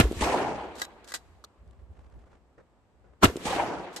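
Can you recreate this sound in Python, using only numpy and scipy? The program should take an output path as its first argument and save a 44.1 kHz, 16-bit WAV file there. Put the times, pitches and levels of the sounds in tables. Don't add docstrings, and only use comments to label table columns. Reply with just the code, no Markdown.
import sys
import numpy as np
from scipy import signal
from scipy.fft import rfft, irfft
from scipy.io import wavfile

SR = 44100
rng = np.random.default_rng(int(sys.argv[2]) if len(sys.argv) > 2 else 0)


def digitize_waveform(pressure):
    field = np.atleast_2d(pressure).T
    bounded = np.clip(field, -1, 1)
    quanta = np.round(bounded * 32767).astype(np.int16)
    wavfile.write(sys.argv[1], SR, quanta)


N = 176400

# start in seconds, blast gain in dB, echo gain in dB.
SHOT_TIMES = [(-0.011, 2, 0), (3.234, 1.5, -2.5)]
# frequency in Hz, relative level in dB.
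CRACK_TONE = [(300, -26), (1000, 0), (1350, 10), (1700, -8.5), (2100, -3.5), (2800, 3.5), (4000, -15.5),
              (5300, -7), (6200, -12), (8000, -0.5), (10500, -20), (12800, -5), (15000, -22.5)]
# frequency in Hz, likeness (1 means the same).
BLAST_STEREO = [(100, 1), (300, 1), (600, .4), (1200, -.3), (3000, 0.31), (8000, -0.32), (12000, 0.14)]
# frequency in Hz, likeness.
OUTDOOR_STEREO = [(60, 0.65), (250, .86), (1000, 0.83), (2000, 0.029), (4000, 0), (12000, 0.23)]
WOOD_DELAY_S = 0.22


def blasts():
    # band centre in Hz, level in dB, seconds to fade by 60 dB, bounce in dB, scatter in dB.
    blast_bands = [(51, -34, 0.14, -40, -56), (129, -33, .14, -35, -48), (233, -20, .07, -32.5, -42),
                   (400, -24, 0.17, -29.5, -46), (610, -21.5, 0.094, -25.5, -52),
                   (1000, -21, 0.064, -28, -59), (1400, -20, 0.06, -27, -55),
                   (2210, -25.5, 0.099, -22, -57), (3000, -24.5, .065, -20.5, -56),
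                   (4700, -27.5, .065, -35, -57.5), (7600, -28.5, 0.089, -34, -56.5),
                   (10100, -40.5, .06, -43, -63.5), (13000, -30, 0.074, -37.5, -54)]
    ground_delay_s = 0.0202
    out, rough = 0, grain(rate=1100, spread_db=1.5)
    for shape, (_, db, t60, bounce_db, scatter_db) in zip(bands(blast_bands), blast_bands):
        close, scatter = 0, 0
        for start, shot_db, echo_db in SHOT_TIMES:
            t = since(start)
            direct = np.exp(np.minimum(t, 0) / 0.004) * fade(t - 0.0043, t60)
            bounce = undb(bounce_db) * burst(t - ground_delay_s, rise=0.0027, hold=0.0014, fall=0.0031)
            close += undb(shot_db) * np.hypot(undb(db) * direct, bounce)
            near = undb(shot_db + db - 15) * fade(t - ground_delay_s, t60=0.2)
            far = undb(echo_db + scatter_db) * fade(t, t60=2) * fade(t - WOOD_DELAY_S, t60=0.32)
            scatter += (t > 0) * np.hypot(far, near)
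        blast = close * noise(shape, along(BLAST_STEREO))
        gravel = scatter * noise(shape, along(OUTDOOR_STEREO))
        out += rough * (blast + gravel)
    cracks = [(start + 0.0096, db - 17, 0.00073) for start, db, _ in SHOT_TIMES]
    out += hits(cracks, rise=0.0003, hold=0.0051) * toned_noise(CRACK_TONE, along(BLAST_STEREO))
    return close_echo(out) * pan(left_db=-1)


def close_echo(x):
    lag, gain = int(0.00287 * SR), undb(-12.5)
    delayed = np.pad(x, ((0, 0), (lag, 0)))[:, :N]
    return (x + gain * delayed) / np.hypot(1, gain)


def muzzle_bark():
    # frequency in Hz, relative level in dB.
    bark_tone = [(400, -35.5), (560, -11), (640, 0.5), (740, -8.5), (880, -14), (1030, 0), (1180, -7.5),
                 (1340, 3), (1500, -12), (2200, -35)]
    force = hits([(start, db - 16.5, 0.0056) for start, db, _ in SHOT_TIMES], rise=0.0036, hold=0.0095)
    return force * toned_noise(bark_tone, along(BLAST_STEREO)) * pan(left_db=6)


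def pressure_wave():
    # delay in seconds, pitch in Hz, level in dB, decay in seconds.
    wave_swings = [(.007, 258.6, -4.5, 0.0021), (0.0134, 105, -14.5, 0.0043)]
    # start in seconds, pitch in Hz, level in dB, decay in seconds.
    air_thumps = [(.037, 57.3, -16.5, .013), (.168, 70, -27.5, .007), (.217, 62, -24.5, 0.0099),
                  (3.276, 71.6, -25, 0.0069)]
    rows = air_thumps + [(start + delay, hz, db + shot_db, decay)
                         for start, shot_db, _ in SHOT_TIMES for delay, hz, db, decay in wave_swings]
    left = sum(swing(*row) for row in rows)
    right = sum(swing(start + 0.00032, hz, db, decay) for start, hz, db, decay in rows)
    return np.array([left, right])


def slap_echoes():
    # delay in seconds, pitch in Hz, level in dB, decay in seconds.
    surfaces = [(0.0635, 420, -21.5, 0.0021), (.1235, 340, -18.5, 0.0015), (.138, 396, -23.5, 0.001),
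                (.2215, 237, -22.5, 0.0024), (.2335, 856, -23.5, 0.0043), (.3525, 725, -15.5, 0.00088)]
    rows = [(start + delay, hz, db + echo_db, decay)
            for start, _, echo_db in SHOT_TIMES for delay, hz, db, decay in surfaces]
    cracks = hits([(start, db - 27, 0.0046) for start, _, db, _ in rows], rise=0.00056)
    return sum(swing(*row) for row in rows) + cracks * toned_noise(CRACK_TONE, likeness=0.38)


def hillside_echo():
    # band centre in Hz, level at the crest in dB, level at the wood's edge in dB,
    # delay of the crest in seconds, seconds for the trees' echo to fade by 60 dB.
    hill_bands = [(51.3, -53.5, -45, 0.38, 0.92), (132, -47.5, -42, 0.57, 0.37),
                  (230, -42.5, -40, 0.43, 1.33), (344, -32, -35, .36, 1.176),
                  (558, -31.5, -37.5, .36, 1.14), (820, -26, -41, 0.36, 0.94), (1080, -34, -38, 0.25, 1.35),
                  (1400, -36, -46, 0.34, 1.12), (1850, -35, -35, 0.3, 1.174), (3440, -42, -35, 0.3, 1.17),
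                  (4960, -51.5, -40.5, 0.44, 0.83), (7800, -49, -38.5, 0.35, 0.79),
                  (10200, -61.5, -52, 0.42, 0.25), (12800, -42, -45.5, 0.17, 0.66)]
    out, rough = 0, grain(rate=280, spread_db=1.0)
    for shape, (_, crest_db, edge_db, crest, t60) in zip(bands(hill_bands), hill_bands):
        level = 0
        for start, _, echo_db in SHOT_TIMES:
            t = since(start)
            early = np.minimum(t - WOOD_DELAY_S, 0)
            bushes = undb(-8) * np.exp(early / 0.045)
            onset = np.maximum(np.exp(early / 0.0017), bushes)
            swell = undb(echo_db + np.interp(t, [WOOD_DELAY_S, crest], [edge_db, crest_db]))
            trees = fade(t - crest, t60)
            far_slopes = undb(-16.5) * fade(t - crest, 2.22 * t60)
            level += onset * swell * np.hypot(trees, far_slopes)
        out += level * rough * grain(rate=45, spread_db=2.44) * noise(shape, along(OUTDOOR_STEREO))
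    return out


def gun_action():
    # start in seconds, level in dB, decay in seconds, ring in dB relative to the clack.
    clacks = [(.7984, -47, 0.0034, -7.5), (0.8176, -28, .005, -1.5), (1.044, -52, 0.0084, -9),
              (1.1201, -37.5, 0.0045, -5.5), (1.1401, -28, 0.012, -15.5), (1.1504, -49, 0.0021, -5),
              (3.963, -35, 0.013, -16)]
    # start in seconds, length in seconds, level in dB.
    slides = [(.755, 0.023, -53), (.785, 0.034, -46.5), (.828, 0.026, -46), (1.078, 0.034, -47),
              (1.152, 0.014, -47.5), (3.93, 0.056, -55.5)]
    # frequency in Hz, relative level in dB.
    steel_tone = [(100, -22.5), (300, 0), (1000, -4.5), (1700, 1.5), (2700, -3.5), (4200, 3), (6000, -1.5),
                  (8000, 0), (10500, -12), (12500, -9), (15000, -24.5)]
    # pitch in Hz, relative level in dB, seconds to fade by 60 dB.
    body_notes = [(1230, 0, 0.029), (1651, 1.5, 0.047), (1990, 6, 0.017), (3240, -6.5, .02),
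                  (3964, -5.5, 0.09), (4410, -13.5, 0.037), (5260, -16, 0.075), (6840, -8.5, .06),
                  (7700, -17, 0.096), (9260, -24, .09), (12300, -11, .1)]
    scrape = strokes(slides, edge=0.0035) * grain(rate=500, spread_db=3)
    force = hits([row[:3] for row in clacks], rise=0.0009, hold=0.00067) + scrape
    ring_hits = [(start, db + ring_db, decay) for start, db, decay, ring_db in clacks]
    ring_force = hits(ring_hits, rise=0.0009, hold=0.0013) + undb(-15.5) * scrape
    steel = toned_noise(steel_tone, likeness=0.2)
    t = since(0)[:SR // 2]
    body = sum(undb(db) * fade(t, t60) * np.sin(2 * np.pi * hz * t) for hz, db, t60 in body_notes)
    ring = signal.fftconvolve(ring_force * steel, body[None] / np.linalg.norm(body), axes=1)[:, :N]
    direct = force * steel + ring
    tail = rng.standard_normal((2, N)) * fade(since(0), t60=1.5)
    echo = signal.fftconvolve(direct, tail / np.linalg.norm(tail[0]), axes=1)[:, :N]
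    return direct + undb(-29.5) * echo


def metal_ticks():
    # start in seconds, level in dB, decay in seconds.
    ticks = [(.122, -42, .002), (1.677, -70, 0.0023), (1.71, -64, .002), (2.1, -72, 0.0018),
             (3.3675, -35.5, 0.0025)]
    # frequency in Hz, relative level in dB.
    tick_tone = [(500, -30), (3000, 3), (6500, -4), (8300, 2), (10500, -8), (12500, -19), (15000, -31)]
    return hits(ticks, rise=0.0005) * toned_noise(tick_tone, likeness=0.44)


def spent_shell():
    # start in seconds, level in dB, decay in seconds.
    landings = [(1.4408, -40.5, 0.0031), (1.4462, -39, 0.0028)]
    # frequency in Hz, relative level in dB.
    shell_tone = [(150, -40), (550, -5.5), (1120, -5), (1250, 10), (1400, -9), (2600, -23), (4100, 0.5),
                  (5200, -13), (6200, -9), (8000, -13.5), (10000, -24), (12500, -19), (15000, -25)]
    return hits(landings, rise=0.00055) * toned_noise(shell_tone, likeness=0.26)


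def handling():
    # start in seconds, level in dB, decay in seconds.
    knocks = [(1.988, -60, 0.0051), (2.16, -63, .01), (2.27, -56, .012), (2.331, -51, 0.0043),
              (2.581, -50, 0.021), (2.603, -55, 0.011), (3.044, -58, 0.06), (3.136, -56.5, 0.0045)]
    # start in seconds, length in seconds, level in dB.
    rustles = [(1.66, 0.16, -68.5), (1.93, 0.086, -63), (2.06, 0.31, -64.5), (3.03, 0.21, -87.5)]
    # frequency in Hz, relative level in dB.
    knock_tone = [(100, 7), (300, 0), (480, 10.5), (800, -4.5), (1600, -4), (3000, -25), (8000, -33),
                  (14000, -55)]
    rustle_tone = [(200, 9), (700, 8), (1500, 0.5), (4000, -14.5), (8000, -18.5), (13000, -40)]
    knocking = hits(knocks, rise=0.0018) * toned_noise(knock_tone, likeness=0.5)
    rubbing = strokes(rustles, edge=0.02) * grain(rate=150, spread_db=4.5)
    return knocking + rubbing * toned_noise(rustle_tone, likeness=0.46)


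def wind():
    # time in seconds, level in dB.
    gusts = [(0, -39), (1.1, -65.5), (1.33, -55.5), (1.54, -72), (1.621, -53.5), (1.68, -49.5),
             (1.77, -56.5), (1.84, -49), (1.88, -58), (1.915, -43.5), (1.95, -57), (1.99, -50),
             (2.11, -54.5), (2.16, -45), (2.23, -55), (2.45, -64), (2.919, -69), (3.049, -62), (4, -65.5)]
    # frequency in Hz, relative level in dB.
    rumble_tone = [(20, -22.5), (40, -12.5), (60, 2), (85, -6), (130, -17.5), (250, -27), (600, -28.5),
                   (2000, -66.5)]
    hush_tone = [(20, -25.5), (60, 0.5), (150, -1.5), (400, -4), (900, -8), (2000, -19.5), (4000, -28),
                 (6500, -33), (8000, -28.5), (10000, -43.5), (14000, -42)]
    strength = undb(np.interp(since(0), *np.array(gusts).T))
    rumble = strength * toned_noise(rumble_tone, likeness=0.59)
    return rumble + undb(-66) * toned_noise(hush_tone, along(OUTDOOR_STEREO))


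def undb(db):
    return 10 ** (np.asarray(db) / 20)


def pan(left_db):
    return undb(np.array([[left_db], [-left_db]]) / 2)


def since(start):
    return np.arange(N) / SR - start


def along(points):
    hz, value = np.array(points, float).T
    return np.interp(np.log(np.arange(N // 2 + 1) * SR / N + 1), np.log(hz), value)


def noise(gain, likeness):
    alike = np.clip(likeness, -1, 1)
    mid, side = rfft(rng.standard_normal((2, N))) * gain
    mid, side = mid * np.sqrt(1 + alike), side * np.sqrt(1 - alike)
    x = irfft(np.array([mid + side, mid - side]), N)
    return x / x.std()


def toned_noise(tone, likeness):
    return noise(undb(along(tone)), likeness)


def bands(table):
    centres = [row[0] for row in table]
    rumble_cut = np.clip(np.arange(N // 2 + 1) * SR / N / centres[0], 0, 1) ** 2
    return [rumble_cut * np.sqrt(along([(hz, hz == centre) for hz in centres])) for centre in centres]


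def burst(t, rise, hold, fall):
    return np.exp(np.minimum(t, 0) / rise - np.maximum(t - hold, 0) / fall)


def fade(t, t60):
    return np.exp(-np.log(1000) * np.maximum(t, 0) / t60)


def grain(rate, spread_db):
    draws = rng.standard_normal(N)
    gain = undb(spread_db * np.interp(since(0) * rate, np.arange(N), draws))
    return gain / np.sqrt(np.mean(gain ** 2))


def swing(start, hz, db, decay):
    t = np.maximum(since(start), 0)
    return undb(db) * t / decay * np.exp(1 - t / decay) * np.sin(2 * np.pi * hz * t)


def hits(table, rise, hold=0):
    return sum(undb(db) * burst(since(start), rise, hold, decay) for start, db, decay in table)


def strokes(table, edge):
    return sum(undb(db) * burst(since(start), edge, length, edge) for start, length, db in table)


def scene():
    shots = blasts() + muzzle_bark() + pressure_wave() + slap_echoes() + hillside_echo()
    return shots + gun_action() + metal_ticks() + spent_shell() + handling() + wind()


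def record(dry):
    ceiling, top_hz = 0.83, 13200
    rounded = ceiling * np.tanh(dry / ceiling)
    return signal.sosfilt(signal.ellip(8, 0.2, 70, top_hz, fs=SR, output="sos"), rounded)


dry = scene()
out = record(dry)
digitize_waveform(out)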